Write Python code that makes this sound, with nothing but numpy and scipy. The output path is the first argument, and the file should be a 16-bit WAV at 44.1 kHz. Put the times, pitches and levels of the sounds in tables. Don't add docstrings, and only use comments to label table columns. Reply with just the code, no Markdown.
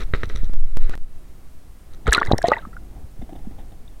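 import sys
import numpy as np
from scipy import signal
from scipy.fft import rfft, irfft
from scipy.io import wavfile
from scipy.ndimage import uniform_filter1d

SR = 44100
rng = np.random.default_rng(int(sys.argv[2]) if len(sys.argv) > 2 else 0)


def output_pcm(signal):
    pcm = np.clip(np.atleast_2d(signal).T, -1, 1) * 32767
    wavfile.write(sys.argv[1], SR, np.round(pcm).astype(np.int16))


N = 176400
TIME = np.arange(N) / SR

# t/s, f/Hz, level/dB, t60/s, swell/s
BUBBLES = [(2.068, 1360, -9.5, 0.015, 0.00065), (2.076, 1257, -14, 0.044, 0.0018),
           (2.0818, 458, -10, 0.038, 0.0001), (2.089, 1410, -14, 0.017, 0.00033),
           (2.124, 1694, 0, 0.033, 0.00045), (2.13, 1291, -14.5, 0.17, 0.0012),
           (2.1316, 3960, -1.5, 0.0065, 0.00045), (2.1315, 5850, -6, 0.0068, 0.00033),
           (2.1298, 7720, 4, 0.0025, 0.00019), (2.1331, 1950, -5, 0.013, 0.00045),
           (2.1473, 2520, 1, 0.0053, 0.00028), (2.1484, 4020, -2, 0.013, 0.00033),
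           (2.1508, 1236, -4.5, 0.028, 0.001), (2.1625, 1154, -6.5, 0.014, .0005),
           (2.1799, 1427, 4.5, 0.021, 0.0021), (2.2005, 3330, -24, 0.015, 0.001),
           (2.2146, 1138, -7, 0.015, 0.00036), (2.219, 1185, -2.5, 0.0092, 0.00009),
           (2.2295, 1790, -1, 0.0073, 0.00044), (2.2608, 1750, -20, 0.015, 0.00058),
           (2.271, 2020, -19.5, 0.029, 0.0015), (2.2725, 3860, -25, 0.014, 0.001),
           (2.3155, 818, -7, 0.028, 0.0001), (2.3217, 3860, -13, 0.015, 0.000043),
           (2.383, 1830, -18, 0.015, 0.00037), (2.3824, 5570, -44, 0.074, 0.0002),
           (2.388, 666, -6.5, 0.0075, 0.00048), (2.417, 1664, -16, 0.02, 0.00056),
           (2.4408, 675, -4, 0.079, 0.00045), (2.458, 3140, -21, 0.013, 0.0006),
           (2.486, 491, -15, 0.12, 0.00047), (2.4847, 4130, -6.5, 0.0043, 0.00017),
           (2.506, 1200, -15.5, 0.023, 0.0023), (2.5174, 1235, -2, 0.023, 0.00033),
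           (2.5171, 568, -4.5, 0.029, 0.00055), (2.5181, 866, -7, 0.053, 0.0008),
           (2.5262, 1895, -12, 0.032, 0.0007), (2.534, 1940, -4.5, 0.022, 0.0012),
           (2.534, 2630, -18, 0.02, 0.00047), (2.5576, 1780, -21, 0.028, .001),
           (2.566, 1950, -19, 0.02, 0.00071), (2.5688, 923, -14, 0.03, 0.00087),
           (2.5897, 1580, -26.5, 0.028, 0.00091), (2.624, 1296, -37.5, 0.16, 0.0027),
           (2.6515, 1207, -24, 0.022, 0.00018), (2.7302, 1350, -36, 0.049, 0.00047),
           (2.731, 1920, -44, 0.046, 0.0011), (2.7665, 1420, -22.5, 0.023, 0.00069),
           (3.878, 3630, -34, 0.017, 0.003)]
# t/s, f/Hz, level/dB, t60/s
SLAPS = [(2.0603, 60.3, -4.5, 0.018), (2.076, 138.5, -9, 0.051), (2.083, 51, -0.5, 0.11),
         (2.178, 297, -3.5, 0.007), (2.2190, 435, -24, 0.077), (2.284, 96, -10.5, 0.055),
         (2.3053, 730, -21, 0.027), (2.322, 90, -16, 0.06), (2.346, 76, -15, 0.058),
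         (2.4410, 250, -1, 0.0054), (2.4835, 494, 2, 0.0076)]
# t/s, level/dB, build-up/s
GULPS = [(2.3140, -0.5, 0.0008), (2.3341, -3, 0.0048), (2.3429, -10, 0.0035)]
# t/s, level/dB, centre f/Hz
DROPS = [(2.069, -18.5, 3800), (2.0773, -19, 7650), (2.092, -32, 3500), (2.108, -18, 3970),
         (2.12, -12, 10900), (2.1311, 2.5, 8050), (2.1323, -11, 6000), (2.1360, 3, 3060),
         (2.1345, -13, 9000), (2.1480, -7, 5200), (2.158, -18.5, 3880), (2.1725, -17.5, 8700),
         (2.2002, -19, 3480), (2.251, -20, 4440), (2.2608, -23.5, 6400), (2.269, -25.5, 6000),
         (2.3168, -17.5, 5370), (2.3814, -6, 5370), (2.3796, -17, 11200), (2.419, -19, 8200),
         (2.427, -15, 5250), (2.458, -21, 3470), (2.471, -19, 7400), (2.480, -13.5, 5430),
         (2.4846, -15.5, 5800)]
# t/s, level/dB
CHURN_LEVEL = [(2.055, -48), (2.072, -27.5), (2.088, -28.5), (2.108, -41.5), (2.135, -29.5), (2.165, -31.5),
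               (2.195, -32), (2.245, -39), (2.32, -30), (2.365, -38), (2.405, -49), (2.47, -33.5),
               (2.50, -39), (2.535, -33), (2.58, -40), (2.69, -69)]
# f/Hz, level/dB
CHURN_SPECTRUM = [(110, -2), (220, -5.5), (420, 3), (750, -1), (1400, -3.5), (2050, 0.5), (2400, -14),
                  (2900, -13), (3900, -9.5), (4900, -27.5), (8000, -36), (16000, -44.5)]
# t/s, level/dB
CHURN_TREBLE = [(2.07, 0), (2.16, 7.5), (2.23, -1.5), (2.34, -18.5), (2.47, 6.5), (2.53, -2.5)]

# t/s, level/dB, cutoff f/Hz (higher for a harder tap)
KNOCKS = [(.1370, -10, 2670), (0.1475, -12.5, 1650), (0.2333, -12, 2040), (0.2435, -43, 2000),
          (0.299, -24, 3000), (.3595, -26.5, 4000)]
# f/Hz, level/dB, t60/s
CASE_MODES = [(227, -15, 0.025), (422, -2, 0.015), (623, -18, 0.012), (1310, -4, 0.011), (1580, 3, 0.0065),
              (1853, -2.5, 0.014), (3160, -3, 0.0075), (3720, -4, 0.012)]
# t/s, level/dB
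RUB_LEVEL = [(0, -35), (.032, -36.5), (.045, -56), (.13, -56), (.19, -46), (.225, -45), (.275, -61),
             (.305, -44.5), (.39, -47.5), (.56, -58), (.74, -57.5), (.825, -45.5), (.88, -47), (.94, -39),
             (.965, -64.5), (1.89, -69), (1.945, -51), (1.98, -71)]
# f/Hz, level/dB
RUB_SPECTRUM = [(100, 10), (430, 4), (700, -10.5), (950, -13.5), (1280, -2), (1550, -7), (1950, -4.5),
                (2600, -9), (3300, -15), (3900, -9), (4700, -14), (11000, -30), (16000, -40.5)]
# f/Hz, bandwidth/Hz, level/dB
RUB_RESONANCES = [(403, 117, -7.5), (1303, 150, -9.5), (1970, 380, -9.5), (3890, 230, -16)]
# t/s, level/dB
CREAKS = [(0.006, -28), (0.019, -33), (0.035, -32.5), (0.233, -30), (.2435, -38), (0.2566, -33),
          (.292, -34), (0.297, -30.5), (0.355, -34), (0.3599, -23), (0.3727, -30.5), (.379, -36),
          (.4448, -33.5), (.454, -39), (1.936, -39.5), (1.947, -40.5)]
# f/Hz, level/dB, t60/s
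MOUNT_MODES = [(3780, 6.5, 0.0035), (5870, -3.5, 0.007), (7900, -7, 0.0031), (10000, -10, 0.0039)]
# t/s, level/dB, t60/s
THUMPS = [(.1370, 1, 0.032), (0.241, -8.5, 0.026), (0.275, -17, 0.17), (0.351, -11, 0.076),
          (0.434, -7, 0.36), (0.497, -7.5, 0.021)]
# t/s, level/dB
RUMBLE_LEVEL = [(0, -29.5), (.2, -29.5), (.38, -25), (.52, -24.5), (.63, -37), (.85, -27), (1.05, -49)]
# f/Hz, level/dB
RUMBLE_SPECTRUM = [(10, 2), (25, 8), (55, -6), (110, -14), (300, -62)]

# t/s, level/dB, f/Hz
BUMPS = [(2.6709, -26, 210), (3.042, -16, 70.5), (3.192, -19.5, 106.6), (3.2252, -21.5, 242),
         (3.2925, -31.5, 673), (3.325, -25.5, 285), (3.331, -28.5, 294), (3.356, -31.5, 317),
         (3.4715, -19, 218), (3.510, -32, 297), (3.596, -43, 713), (3.718, -35, 203)]
# t/s, level/dB
SCUFFS = [(2.961, -51), (3.215, -37), (3.291, -38), (3.326, -46), (3.352, -39), (3.384, -47), (3.445, -50),
          (3.507, -45), (3.583, -43), (3.594, -38.5), (3.717, -44.5)]
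# f/Hz, level/dB
SCUFF_SPECTRUM = [(100, 2.5), (320, 6), (480, -7), (800, 9.5), (1050, -23), (2000, -11.5), (2500, -22),
                  (3600, -12.5), (4300, -33), (12000, -32)]
# t/s, level/dB
CURRENT_LEVEL = [(0, -38), (.9, -49), (1.2, -42), (1.8, -44), (2.1, -37), (2.7, -38), (2.9, -38.5),
                 (2.98, -35.5), (3.1, -42), (3.25, -38), (3.6, -37.5), (4, -42.5)]
# f/Hz, level/dB
CURRENT_SPECTRUM = [(20, 5), (45, 5.5), (130, -10), (300, -15), (480, -22), (780, -23.5), (1100, -36),
                    (3000, -49.5), (6000, -57)]
# t/s, level/dB
SWAY_LEVEL = [(0, -23.5), (.35, -17.5), (.52, -1), (.68, -13), (.83, 0), (1.0, -21.5), (1.45, -36.5),
              (1.85, -37), (2.3, -21.5), (2.65, -44), (3.2, -30.5), (4, -31.5)]
# f/Hz, level/dB
SWAY_SPECTRUM = [(3, 0), (7, -1.5), (14, -5), (28, -18.5), (55, -48.5), (110, -95.5)]
# t/s, level/dB
GAIN_CLICKS = [(0.5364, -24.5), (0.6344, -32.5), (0.7716, -15.5), (0.896, -19.5), (.9540, -23.5),
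               (0.9776, -29)]
# t/s, level/dB
HISS_LEVEL = [(0, -59), (.45, -63.5), (.58, -64), (1.07, -64), (1.14, -60.5), (4, -60.5)]
# f/Hz, level/dB
HISS_SPECTRUM = [(590, -34), (1000, 0), (1140, -1), (1390, -4), (1500, -4), (3670, -10), (13300, -11.5),
                 (16900, -16.5)]

GLIDE_PER_S, GLIDE_SPREAD_PER_S = 0.9, 0.6


def bubbles(roughness=0.26, wobble_hz=314):
    out = np.zeros(N)
    for at, hz, db, t60, swell in BUBBLES:
        glide = GLIDE_PER_S + GLIDE_SPREAD_PER_S * rng.standard_normal()
        add(out, at, amp(db) * lowpass(ring(hz, t60, swell, glide), 1.45 * hz))
    wobble = unit(lowpass(rng.standard_normal(N), wobble_hz))
    return out * (1 + roughness * wobble)


def slaps_and_gulps(wall_hz=904):
    pressure = np.zeros(N)
    for at, hz, db, t60 in SLAPS:
        add(pressure, at, amp(db) * ring(hz, t60, swell=0.16 / hz))
    for at, db, build in GULPS:
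        pressure += amp(db) * np.sign(at - TIME) * np.exp(-abs(at - TIME) / build)
    return signal.sosfilt(signal.cheby1(4, 2, wall_hz, fs=SR, output="sos"), pressure)


def spray(relative_width=0.34):
    out, env = np.zeros(N), burst(t60=0.0064, swell=0.0018)
    env_rms = np.sqrt(np.mean(env ** 2))
    for at, db, hz in DROPS:
        tick = band(hz, hz * relative_width)[:len(env)] * env
        add(out, at, amp(db) * env_rms * unit(tick))
    return lowpass(out, hz=10600)


def churn(bubbles_per_s=2600, spread_db=5.5, split_hz=1600):
    swarm = np.zeros(N)
    start = CHURN_LEVEL[0][0]
    span = CHURN_LEVEL[-1][0] - start
    for when, pitch, strength in rng.random((int(bubbles_per_s * span), 3)):
        hz = 200 * 40 ** pitch
        gain = hz * amp(-spread_db * np.log(1 - .97 * strength))
        add(swarm, start + when * span, gain * ring(hz, t60=22 / hz, swell=1 / hz, glide=GLIDE_PER_S))
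    wash = colour(swarm, CHURN_SPECTRUM) * np.sqrt(span * SR / N)
    body = signal.sosfiltfilt(signal.butter(2, split_hz, fs=SR, output="sos"), wash)
    return (body + (wash - body) * curve(CHURN_TREBLE)) * curve(CHURN_LEVEL)


def knocks():
    out = np.zeros(N)
    for at, db, top_hz in KNOCKS:
        modes = [(hz, level - 10 * np.log10(1 + (hz / top_hz) ** 4), t60)
                 for hz, level, t60 in CASE_MODES]
        strike(out, at, db, modes)
    return out


def creaks():
    out = np.zeros(N)
    for at, db in CREAKS:
        strike(out, at, db, MOUNT_MODES)
    return out


def handling(rattle_db=-20.5, scrape_db=-2.5, wall_hz=4300):
    taps, mount, friction = knocks(), creaks(), curve(RUB_LEVEL)
    for at, db, _ in KNOCKS:
        add(friction, at, amp(db + rattle_db) * burst(t60=0.085, swell=0.001))
    hollow = sum(amp(db) * band(hz, width) for hz, width, db in RUB_RESONANCES)
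    scrape = amp(scrape_db) * colour(grit(), RUB_SPECTRUM)
    wall = signal.butter(8, wall_hz, fs=SR, output="sos")
    return signal.sosfilt(wall, taps + friction * hollow) + friction * scrape + mount


def grip():
    out = noise(RUMBLE_SPECTRUM, RUMBLE_LEVEL)
    for at, db, t60 in THUMPS:
        add(out, at, amp(db) * burst(t60, swell=0.0027))
    return out


def squeak(at=0.930, length_s=0.0193, from_hz=690, to_hz=883, jitter=0.091, gain_db=-32):
    out, size = np.zeros(N), int(length_s * SR)
    wander = unit(uniform_filter1d(rng.standard_normal(N), size=60))[:size]
    hz = np.linspace(from_hz, to_hz, size) * (1 + jitter * wander)
    phase = 2 * np.pi * np.cumsum(hz) / SR
    tone = sum(amp(db) * np.sin(k * phase) for k, db in enumerate([-7, -0.5, -21, -22], 1))
    add(out, at, amp(gain_db) * np.hanning(size) * tone)
    return out


def current():
    out, contact = noise(CURRENT_SPECTRUM, CURRENT_LEVEL), np.zeros(N)
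    for at, db, hz in BUMPS:
        add(out, at, amp(db) * ring(hz, t60=0.037, swell=0.23 / hz))
    for at, db in SCUFFS:
        add(contact, at, amp(db) * burst(t60=0.1, swell=0.0013))
    return out + contact * colour(grit(), SCUFF_SPECTRUM)


def sway(limit=0.7):
    pressure = noise(SWAY_SPECTRUM, SWAY_LEVEL)
    return lowpass(limit * np.tanh(pressure / limit), hz=22)


def gain_clicks():
    out = np.zeros(N)
    for at, db in GAIN_CLICKS:
        add(out, at, amp(db) * fade(t60=0.1))
    return out


def microphone(whine_db=-75.5):
    return noise(HISS_SPECTRUM, HISS_LEVEL) + amp(whine_db) * band(hz=8710, width_hz=80)


def amp(db):
    return 10 ** (np.asarray(db) / 20)


def unit(x):
    return x / np.sqrt(np.mean(x ** 2))


def curve(points):
    return amp(np.interp(TIME, *np.array(points).T))


def colour(x, spectrum):
    hz, db = np.array(spectrum).T
    bins_hz = np.maximum(np.arange(N // 2 + 1) * SR / N, 1)
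    gain = amp(np.interp(np.log(bins_hz), np.log(hz), db))
    return unit(irfft(rfft(x) * gain, N))


def noise(spectrum, levels):
    return colour(rng.standard_normal(N), spectrum) * curve(levels)


def band(hz, width_hz):
    return unit(signal.lfilter(*signal.iirpeak(hz, hz / width_hz, SR), rng.standard_normal(N)))


def grit(spread_db=4.5):
    return rng.standard_normal(N) * np.repeat(amp(spread_db * rng.standard_normal(N // 64 + 1)), 64)[:N]


def fade(t60):
    return np.exp(-np.log(1000) * TIME[:int(2 * t60 * SR) + 2] / t60)


def burst(t60, swell):
    env = fade(t60)
    return env * (1 - np.exp(-TIME[:len(env)] / swell))


def ring(hz, t60, swell, glide=0):
    env = burst(t60, swell)
    t = TIME[:len(env)]
    return env * np.sin(2 * np.pi * hz * t * (1 + glide * t / 2))


def strike(out, at, db, modes):
    for hz, mode_db, t60 in modes:
        scatter_db, detune = rng.normal(0, [0.5, 0.023])
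        add(out, at, amp(db + mode_db + scatter_db) * ring(hz * (1 + detune), t60, swell=0.00043))


def lowpass(x, hz):
    return signal.sosfilt(signal.butter(2, hz, fs=SR, output="sos"), x)


def add(out, at, x):
    i = int(at * SR)
    out[i:i + len(x)] += x[:len(out) - i]


def scene():
    background = sway() + gain_clicks() + microphone()
    hand = grip() + handling() + squeak()
    water = current() + bubbles() + slaps_and_gulps() + spray() + churn()
    return (background + hand + water)[None]


def record(dry):
    return signal.sosfilt(signal.ellip(8, .2, 70, 16300, fs=SR, output="sos"), dry)


dry = scene()
out = record(dry)
output_pcm(out)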